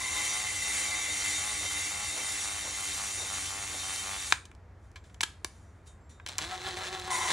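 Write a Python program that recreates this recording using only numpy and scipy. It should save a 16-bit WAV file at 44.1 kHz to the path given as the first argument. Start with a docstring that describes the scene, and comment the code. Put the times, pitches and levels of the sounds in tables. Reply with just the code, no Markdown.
"""Lapping an engine valve with a cordless driver

Close by, the driver spins a valve on its seat: grit hisses and rings the cylinder head, gears knock in bursts.
A sharp click rings the driver's nose, then the tool knocks in its socket as the grip changes.
The second run is light: the loose socket rattles, motor and gears whine, until the valve bites and grinds.
Noise and sine tones are shaped by resonances; a small workshop adds echoes, a low rumble and a wavering hum."""
import sys
import numpy as np
from scipy import signal
from scipy.fft import rfft, irfft, next_fast_len
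from scipy.io import wavfile

SR = 44100
rng = np.random.default_rng(int(sys.argv[2]) if len(sys.argv) > 2 else 0)


def store_pcm(level_fs):
    """Save levels as 16-bit WAV."""
    pcm = np.round(np.clip(level_fs, -1, 1) * 32767).astype(np.int16)
    wavfile.write(sys.argv[1], SR, np.atleast_2d(pcm).T)


N = 322812
TIME = np.arange(N) / SR
SIZE = next_fast_len(N + SR)
FREQ = np.maximum(np.arange(SIZE // 2 + 1) * SR / SIZE, 1)

# loaded run: gear cycles per second at first, before surges and tremble; their slow sag; the motor is let go
LOADED_HZ, SAG_HZ_PER_S, STOP_S = 104.6, 2.2, 4.316
# the crooked tool bears hardest once a spindle turn: one such moment, and the length of a turn
HARDEST_S, TURN_S = 0.385, 0.53
# the paste wears fine between these times
WEAR_FROM_S, WORN_S = 1.12, 4.6
# the spindle lock shuts
LOCK_S = 4.3236
# second run: the motor starts, the socket catches the tool, the valve bites
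START_S, CATCH_S, BITE_S = 6.267, 6.385, 7.106
# lightly loaded, the tool wobbles: one moment of tightest mesh, and the length of a wobble
TIGHTEST_S, WOBBLE_S = 6.67, 0.141


def undb(db):
    """Decibels to gain."""
    return np.exp(np.asarray(db) * (np.log(10) / 20))


def unit(x):
    """Scale to rms 1."""
    return x / np.sqrt(np.mean(x ** 2))


def shape(points):
    """Gain at every frequency from (Hz, dB) points, interpolated over log frequency."""
    hz, db = np.transpose(points)
    return undb(np.interp(np.log(FREQ), np.log(hz), db))


def filtered(x, response):
    """Pass a sound through a frequency response."""
    return irfft(rfft(x, SIZE) * response, SIZE)[:N]


def resonate(x, hz, width):
    """One resonance of the given width in Hz, gain 1 at its centre."""
    return signal.lfilter(*signal.iirpeak(hz, hz / width, fs=SR), x)


def resonate_twice(x, hz, width):
    """The same resonance twice over, for steeper sides."""
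    return resonate(resonate(x, hz, width), hz, width)


def body(x, modes):
    """Ring a set of broad modes, with alternating signs."""
    return sum(undb(db) * resonate(x, hz, width) * (-1) ** k for k, (hz, width, db) in enumerate(modes))


def noise():
    """White noise."""
    return rng.standard_normal(N)


def walk(rate):
    """Smooth chance with spread 1, changing about rate times a second."""
    step = 32
    count = N // step + 1
    keep_slow = np.exp(-(np.fft.rfftfreq(count, step / SR) / rate) ** 2)
    slow = irfft(rfft(rng.standard_normal(count)) * keep_slow, count)
    return unit(np.interp(np.arange(N) / step, np.arange(count), slow))


def grains(spread_db):
    """Dense tiny fractures: noise whose level jumps every 16 samples."""
    sizes = np.repeat(rng.standard_normal(N // 16 + 1), 16)[:N]
    return unit(noise() * undb(spread_db * sizes))


def ticks(phase, scatter_db):
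    """One impulse of uneven size for each whole cycle."""
    count = np.maximum.accumulate(np.floor(phase))
    return np.diff(count, prepend=count[0]) * undb(scatter_db * np.clip(noise(), -2, 2))


def held(start_s, end_s=np.inf, fade_s=0.0037):
    """Gain 1 from start to end, with short fades outside."""
    return np.clip(np.minimum(TIME - start_s, end_s - TIME) / fade_s + 1, 0, 1)


def swell(centre_s, width_s):
    """A bell-shaped rise and fall with peak 1."""
    return np.exp(-((TIME - centre_s) / width_s) ** 2)


def spindle_turns():
    """Turns made by the spindle under load."""
    return (TIME - HARDEST_S) / TURN_S


def each_turn(share, width, squareness=1):
    """A swell at the same place in every turn; squareness above 1 flattens its top and steepens its sides."""
    offset = (spindle_turns() - share + 0.5) % 1 - 0.5
    return np.exp(-abs(offset / width) ** (2 * squareness))


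def wobble():
    """Swing of the lightly loaded tool, 1 where the gears mesh tightest."""
    return np.cos(2 * np.pi * (TIME - TIGHTEST_S) / WOBBLE_S)


def wear():
    """State of the paste, from 0 (fresh and coarse) to 1 (ground fine)."""
    return np.interp(TIME, [WEAR_FROM_S, WORN_S], [0, 1])


def workshop(air_db=-53, hum_hz=93.3, hum_db=-56, width_db=-12):
    """Low rumble and a wavering hum around the microphones; the rumble's upper air differs between the ears."""
    # Each row: frequency in Hz, relative level in dB per Hz of the workshop air.
    air_spectrum = [(20, -43), (37, -21), (62, -7.5), (86, -9.5), (130, -20), (255, -26.5), (560, -30.5),
                    (1200, -34.5), (2000, -38.5), (3000, -51.5), (7000, -56.5), (16000, -75)]
    mid, other = (unit(filtered(noise(), shape(air_spectrum))) for _ in range(2))
    side = undb(width_db) * filtered(other, FREQ / np.hypot(FREQ, 300))
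    hum_cycles = np.cumsum(hum_hz + 1.48 * walk(3.83)) / SR
    hum = np.sin(2 * np.pi * hum_cycles) * undb(hum_db + 0.61 * walk(3.8))
    return undb(air_db) * np.array([mid + side, mid - side]) + hum


def gear_phase(wander=0.0048, surge=0.037, surge_share=0.07, surge_width=0.17,
               dip=0.018, dip_share=0.39, dip_width=0.07, light_sway=0.012, light_wander=0.005):
    """Gear cycles: loaded, they surge and are held back each turn and tremble; light, they sway with the wobble.

    The count keeps its loaded pace through the pause."""
    # Gear speed in the second run. Each row: time in seconds, cycles per second in Hz before sway and tremble.
    light_speed = [(6.26, 44.93), (6.33, 68), (6.42, 75.8), (6.48, 88.74), (6.68, 92.45), (6.77, 90.4),
                   (6.91, 93.1), (7.03, 91.03), (7.24, 89.7), (7.31, 86.4)]
    swing = surge * each_turn(surge_share, surge_width) - dip * each_turn(dip_share, dip_width)
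    loaded = (LOADED_HZ - SAG_HZ_PER_S * TIME) * (1 + swing + wander * walk(25))
    light = np.interp(TIME, *np.transpose(light_speed))
    light = light * (1 + light_sway * wobble() + light_wander * walk(40))
    return np.cumsum(np.where(TIME < START_S, loaded, light)) / SR


def bearing(lag_turns=0, slack_db=-12):
    """How hard the crooked tool bears: it takes hold and lets go twice a turn, with slack between."""
    # Each row: place as a share of the turn, half width as a share of the turn, force in dB before slack.
    holds = [(0.018, 0.15, -4.5), (0.583, 0.093, -5.5)]
    grip = sum(undb(db) * each_turn(share + lag_turns, width, squareness=8.3) for share, width, db in holds)
    return np.hypot(undb(slack_db), grip)


def backlash(phase, level_db=-42.0, slop=0.005, scatter_db=1.3, growth_db=2.0, uneven_db=1.0, soft_hz=6000,
             valve_db=-6.0, valve_lag_turns=0.1, slide_db=-57):
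    """Loaded gears slide and knock once a cycle, in two bursts a turn that start dull and crisp up as the valve jolts."""
    # What a knock of the teeth rings, damped by the hand.
    # Each row: frequency in Hz, width in Hz, relative level in dB.
    knock_modes = [(200, 55, -8), (390, 70, -9), (526, 130, -10.5), (750, 85, -1), (822, 100, 3),
                   (1054, 110, -1.5), (1157, 150, 0.5), (1350, 120, -1)]

    def case(x):
        """The gear case heard through the hand's damping."""
        return unit(sum(undb(db) * resonate(x, hz, width) for hz, width, db in knock_modes))

    blows = undb(level_db + growth_db * wear() + uneven_db * walk(5))
    # grease softens each contact
    contact = filtered(ticks(phase + slop * walk(60), scatter_db), np.exp(-(FREQ / soft_hz) ** 2))
    valve = unit(resonate(resonate(contact, hz=1860, width=890), hz=1960, width=1300))
    jolts = undb(valve_db) * bearing(valve_lag_turns) * valve
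    sliding = undb(slide_db) * case(noise())
    return held(0, STOP_S) * (blows * (bearing() * case(contact) + jolts) + sliding)


def whine(phase, orders, flutter_db):
    """Harmonics of the turning gears, each fluttering a little."""
    return unit(sum(undb(db + flutter_db * walk(21)) * np.sin(2 * np.pi * k * phase) for k, db in orders))


def grinding(phase, force, ring_db, hiss_db=-1.0, ring_width=9, throb=0.12, patchy_db=1.5):
    """Grit crushed on the seat hisses and rings the head; the hiss throbs twice a gear cycle."""
    # Each row: frequency in Hz, relative level in dB per Hz of the crushed grit.
    grit_spectrum = [(200, -17), (600, -10.5), (1300, -4), (1550, -3.5), (1800, -1), (2500, -1.5),
                     (3200, -4), (4300, 1.5), (4900, -3), (6300, -1.5), (7100, 2), (8000, -0.5), (9600, -2),
                     (10200, -6), (11400, -7), (12200, -34), (14000, -83.5)]
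    # Modes of the cylinder head. Each row: frequency in Hz, relative level in dB.
    head_modes = [(2277, -64), (3122, -57.5), (3451, -60.5), (3696, -53), (3835, -61), (4030, -64.5),
                  (4506, -60.5), (4770, -62.5), (5060, -65.5), (5636, -57), (5733, -61.5), (5829, -54),
                  (5997, -55.5), (6078, -58), (6148, -64.5), (6487, -63.5), (6600, -56.5), (6691, -51.5),
                  (6934, -63), (7070, -57.5), (7114, -52.5), (7254, -54.5), (7407, -61.5), (7720, -57),
                  (8341, -57.5), (8771, -65), (8942, -52.5), (9135, -67.5), (9254, -60.5), (9481, -55.5),
                  (9647, -61), (10977, -60.5)]
    crush = grains(spread_db=3) * force * (1 + throb * np.cos(4 * np.pi * phase))
    hiss = filtered(crush, unit(shape(grit_spectrum)))
    # the contact travels round the seat, so each mode is fed unevenly
    feed = force * noise()
    ring = sum(undb(db + patchy_db * walk(11)) * resonate(feed, hz, ring_width) for hz, db in head_modes)
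    ring = signal.sosfilt(signal.cheby1(8, 0.5, 11500, fs=SR, output="sos"), ring)
    return undb(hiss_db) * hiss + undb(ring_db) * unit(ring) * np.std(crush)


def chatter(hz, width):
    """Stick and slip of the valve face in one narrow resonance."""
    return unit(resonate_twice(grains(0.55), hz, width))


def lapping(phase, grit_db=-37, grit_wear_db=3, whine_db=-15.5, whine_wear_db=3, unsteady_db=0.5,
            scour_db=2, scour_share=0.73, scour_width=0.17, ring_db=0.57, ring_wear_db=2.5):
    """The loaded valve scours hardest once a turn; grinding, ringing, chatter and whine fade as the paste wears."""
    # Gear harmonics under load. Each row: multiple of the gear cycle, relative level in dB.
    loaded_orders = [(2, -6), (3, 1.5), (4, -4.5), (5, -3.5), (7, -4), (8, -2), (11, -5)]
    # Resonances in which the valve face chatters. Each row: frequency in Hz, width in Hz,
    # level in dB with fresh paste before the swing of pressure, dB lost by wear.
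    face_modes = [(2052, 144, -40.5, 19.5), (2278, 47, -49, 13.5), (2722, 61, -53, 8)]
    pressure = held(0, STOP_S) * undb(scour_db * (each_turn(scour_share, scour_width) - 0.5))
    grit = pressure * undb(grit_db - grit_wear_db * wear() + unsteady_db * walk(3.0))
    gear_tone = undb(whine_db - whine_wear_db * wear()) * grit * whine(phase, loaded_orders, flutter_db=2.5)
    gears = backlash(phase) + gear_tone
    valve = pressure * sum(undb(db - wear_db * wear()) * chatter(hz, width)
                           for hz, width, db, wear_db in face_modes)
    return gears + grinding(phase, grit, ring_db - ring_wear_db * wear()) + valve


def shudder(first_db=-49, settle_s=0.34, bite_db=-37.5):
    """The valve shudders an octave below its chatter: at first, soon settling, and again from the late bite."""
    return (undb(first_db) * swell(0, settle_s) + undb(bite_db) * held(BITE_S)) * chatter(hz=1017, width=55)


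def drag(length_s=0.046):
    """The tool drags in its socket with a short, dull rasp, between bursts and once in the light run."""
    # Each row: time in seconds, level in dB.
    drags = [(1.11, -50.5), (1.64, -48.5), (2.18, -46), (2.68, -47), (3.22, -46), (3.74, -48.5),
             (6.84, -47.5)]
    # Each row: frequency in Hz, relative level in dB per Hz of the rasp.
    rasp_spectrum = [(150, -26.5), (350, -1.5), (750, 0), (1300, -6.5), (2500, -19), (8000, -43)]
    force = sum(undb(db) * swell(s, length_s) for s, db in drags)
    return force * unit(filtered(grains(spread_db=5), shape(rasp_spectrum)))


def stop_click(level_db=19.5, crack_db=-26, crack_s=0.0024, crack_hz=6900, crack_width=3800, top_hz=9000):
    """The spindle lock snaps shut: one hard blow rings the driver's nose, with a short dry crack."""
    # Modes of the driver's nose. Each row: frequency in Hz, width in Hz, relative level in dB.
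    nose_modes = [(338, 100, -12.5), (765, 130, -5.5), (1014, 130, 1), (1330, 170, 1.5), (1660, 160, 4.5),
                  (2400, 170, 1.5), (3800, 390, -3)]
    since = np.arange(N) - int(LOCK_S * SR)
    blow = 1.0 * (since == 0)
    crack = noise() * (since >= 0) * np.exp(-abs(since) / (crack_s * SR))
    crack = undb(crack_db) * resonate_twice(crack, crack_hz, crack_width)
    soften = signal.butter(4, top_hz, fs=SR, output="sos")
    return undb(level_db) * signal.sosfilt(soften, body(blow, nose_modes) + crack)


def settling(level_db=-35, t60=0.16, hz=2500, width=3000):
    """After the lock shuts, loose gears rattle briefly to rest."""
    fade = held(LOCK_S) * np.exp(-np.log(1000) * abs(TIME - LOCK_S) / t60)
    return undb(level_db) * fade * unit(resonate_twice(grains(spread_db=4), hz, width))


def knocks(level_db=12, scrape=0.24, top_hz=12000):
    """Each knock is a hard contact and a short burst of rubbing that ring the tool's modes."""
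    # Knocks of tool and socket. Each row: start in seconds, relative level in dB,
    # slope away from the socket's main ring in dB per octave, 60 dB decay of the scrape in seconds.
    blows = [(4.454, -48, 6.5, 0.027), (4.515, -36.5, -1.5, .008), (4.55, -45.5, 0.5, 0.0084),
             (4.916, -55, 4, 0.0055), (4.958, -33.5, -3, 0.079), (5.04, -54, 1, 0.2), (5.097, -45, -5, .06),
             (5.144, -39, 0, 0.021), (5.2076, -9.5, -2.5, 0.017), (5.213, -41, 12, 0.019),
             (5.2315, -9.5, -3.5, 0.0094), (5.234, -12.5, 2, 0.018), (5.24, -31, 4, .012),
             (5.446, -17, 2.5, 0.013), (6.1983, -26, -13.5, 0.023), (6.263, -24, 0, 0.025),
             (6.274, -28, 1.5, .008), (6.288, -30, 4.5, 0.0099), (6.383, -19, 6.5, 0.003),
             (6.387, -21, 1.5, 0.023), (6.4165, -27, 2, .008), (6.767, -31, 0, .005),
             (6.7708, -29, 1, 0.0061), (6.9972, -31, 3.5, .006), (7.014, -29, 0, .006),
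             (7.105, -23, -14, .014), (7.3044, -17, -11, 0.012)]
    # Modes of tool and socket. Each row: frequency in Hz, width in Hz, relative level in dB.
    tool_modes = [(346, 115, -6), (737.6, 85, -7), (1002, 133, 0.5), (1380, 160, -2), (1645, 126, 3.5),
                  (2280, 167, 4.5), (3040, 430, 1), (3630, 590, 1.4), (4220, 330, 1), (5020, 570, -3),
                  (5980, 750, -3), (7470, 960, -4), (10400, 1740, -13.5)]
    out, size = np.zeros(SIZE), 4096
    t, hz = np.arange(size) / SR, np.arange(size // 2 + 1) * SR / size
    octaves_away = abs(np.log2(np.clip(hz, 300, 8000) / 1500))
    lead = size // 64  # room ahead of the contact for the filter's spread
    for s, db, tilt, t60 in blows:
        push = scrape * rng.standard_normal(size) * np.exp(-np.log(1000) * t / t60)
        push[0] = 1
        # a square blow mostly rings the socket; a glancing one also gives thud and crack
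        colour = undb(tilt * octaves_away)
        start = int(s * SR) - lead
        out[start:start + size] += undb(db) * irfft(rfft(np.roll(push, lead)) * colour)
    soften = signal.butter(2, top_hz, fs=SR, output="sos")
    return undb(level_db) * signal.sosfilt(soften, body(out[:N], tool_modes))


def nudges():
    """Force on the grit as the hand shifts the valve: each nudge rises and dies away."""
    # Each row: peak time in seconds, force on the grit in dB, rise in seconds, fall in seconds.
    hand_shifts = [(4.85, -75.5, 0.039, 0.047), (5.06, -73, 0.0091, 0.071), (5.56, -69.5, 0.11, 0.14),
                   (5.87, -55.5, 0.0059, 0.016), (6.095, -60.5, .001, 0.034)]
    return sum(undb(db) * np.exp(np.minimum((TIME - s) / rise, (s - TIME) / fall))
               for s, db, rise, fall in hand_shifts)


def speed_control():
    """The switched motor current whistles faintly, the trigger barely pressed, before the spindle moves."""
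    # Each row: start in seconds, end in seconds, mean frequency in Hz, level in dB.
    whistles = [(4.97, 5.15, 7500, -79), (6.014, 6.1, 7500, -75), (6.102, 6.25, 3700, -74),
                (6.1, 6.247, 7400, -82)]
    clock = np.cumsum(1 + 0.003 * walk(80)) / SR
    return sum(undb(db) * held(start, end, fade_s=0.017) * np.sin(2 * np.pi * hz * clock)
               for start, end, hz, db in whistles)


def rattle(phase, scatter_db=3.0, tick_s=0.0031, slop=0.018, scuff=0.16, snap=3.0):
    """The loose socket ticks twice a gear cycle: a hard snap, a short scratch, and a light scuff between ticks."""
    # Each row: frequency in Hz, relative level in dB per Hz of the rattle.
    rattle_spectrum = [(60, -31.5), (150, 8), (230, -4), (500, 2.5), (900, 5.5), (1400, 2.5), (1700, 8),
                       (2030, 4.5), (2250, 3.5), (2800, 2.5), (3500, 7.5), (4150, 7.5), (4600, 0),
                       (7300, -1), (10500, -11), (15500, -44)]
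    contact = ticks(2 * phase + slop * walk(120), scatter_db)
    scratch = signal.lfilter([1], [1, -np.exp(-1 / (tick_s * SR))], contact)
    return unit(filtered(snap * contact + noise() * (scratch + scuff), shape(rattle_spectrum)))


def rub():
    """Sliding teeth heard through the gear case."""
    # Modes of the gear case. Each row: frequency in Hz, width in Hz, relative level in dB.
    case_modes = [(397, 150, -14.5), (779, 49, 4), (1090, 146, -3), (1427, 37, 1), (1930, 250, -5.5)]
    return unit(body(grains(spread_db=6.0), case_modes))


def light_run(phase, idle_db=-10, gear_db=-47.5, wobble_db=5.5, rattle_db=-42.0, hum_db=-49.0,
              hum_flutter_db=3.5, spin_up_s=0.076, uneven_db=1.9):
    """The socket rattles, louder once it catches the tool; motor hum and gear whine rise, the gears with each wobble."""
    # Gear harmonics when lightly loaded. Each row: multiple of the gear cycle, relative level in dB.
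    light_orders = [(8.2, 7), (12, -2), (14.5, 0.5), (18.2, -1), (22, -3.5)]
    # The socket clatters harder for a moment. Each row: time in seconds, half length in seconds, level in dB.
    clatters = [(6.299, 0.02, -45), (6.436, 0.016, -43), (6.562, 0.017, -58), (6.687, 0.019, -50),
                (6.78, .014, -46), (7.305, .022, -34)]
    drive = held(START_S) * undb(idle_db * (1 - held(CATCH_S)))
    spun_up = np.clip((TIME - CATCH_S) / spin_up_s, 0, 1)
    # the motor hums at four times the gear cycle
    hum = spun_up * undb(hum_db + hum_flutter_db * walk(36)) * np.sin(8 * np.pi * phase)
    teeth = undb(-0.3) * spun_up * whine(phase, light_orders, flutter_db=3.5) + undb(-4) * rub()
    shaking = drive * undb(rattle_db + uneven_db * walk(22))
    shaking = shaking + sum(undb(db) * swell(s, width) for s, width, db in clatters)
    return hum + drive * undb(gear_db + wobble_db * wobble()) * teeth + shaking * rattle(phase)


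def bite(phase, grit_db=-40, chatter_db=-38.5, rub_db=-43.5, rasp_db=-44):
    """Biting hard, the valve rasps, grinds and chatters again."""
    face = undb(chatter_db) * chatter(hz=2040, width=180) + undb(rasp_db) * chatter(hz=900, width=220)
    return held(BITE_S) * (grinding(phase, undb(grit_db), ring_db=0.5) + face + undb(rub_db) * rub())


def room(x, wet_db=-11, t60_low=0.33, t60_high=0.28, spread=0.37, gap_s=0.00099):
    """Echoes from shelves and walls, a little shorter in the treble and partly alike in both ears."""
    build = np.clip(TIME / gap_s - 1, 0, 1)
    low_share = 1 / (1 + (FREQ / 4000) ** 2)
    tails = []
    for _ in range(2):
        low, high = (rfft(noise() * build * np.exp(-np.log(1000) * TIME / t60), SIZE)
                     for t60 in (t60_low, t60_high))
        response = (low * low_share + high * (1 - low_share)) * FREQ / np.hypot(FREQ, 1100)
        tails.append(filtered(x, response / np.sqrt(np.mean(abs(response) ** 2))))
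    return undb(wet_db) * np.array([tails[0] + spread * tails[1], tails[0] - spread * tails[1]])


def ports(x, bench_db=-16, bench_s=0.0094):
    """Direct sound at two microphone ports: mids lean left, treble is out of step, the bench reflects unevenly."""
    # Out-of-step part. Each row: frequency in Hz, side minus mid in dB.
    side_levels = [(100, -18.5), (700, -15.5), (1300, -10.5), (2100, -11.5), (2600, 3.5), (3200, -10.5),
                   (7000, -63.5), (8500, -2), (10500, -2), (12500, 22), (16000, 16.5)]
    # Lean. Each row: frequency in Hz, left minus right in dB.
    balance = [(380, -1), (700, 4), (1300, 2.5), (2400, 1.5), (4400, 0)]
    lean = shape(balance)
    bench = noise() * np.exp(-TIME / bench_s)
    scatter = undb(bench_db) * rfft(bench, SIZE) / np.linalg.norm(bench)
    # -1j sets this part a quarter cycle behind
    side = filtered(x, (lean - 1) / (lean + 1) - 1j * shape(side_levels) + scatter)
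    return np.array([x + side, x - side])


def scene(click_room_db=-4.5, knock_room_db=-1):
    """Loaded lapping, a click and a pause with knocks, a light rattling run, and the valve biting again."""
    phase = gear_phase()
    pause = grinding(phase, nudges(), ring_db=1.0, hiss_db=-1.5) + speed_control()
    work = lapping(phase) + shudder() + drag() + pause + light_run(phase) + bite(phase)
    click, handling = stop_click(), knocks()
    # the driver is nearer than the valve, so its blows sound drier
    echoes = room(work + undb(click_room_db) * click + undb(knock_room_db) * handling)
    return ports(work + click + settling() + handling) + echoes + workshop()


def record(dry, top_hz=16300):
    """The recorder cuts the top with a steep low-pass."""
    return signal.sosfilt(signal.ellip(8, 0.2, 70, top_hz, fs=SR, output="sos"), dry)


dry = scene()
out = record(dry)
store_pcm(out)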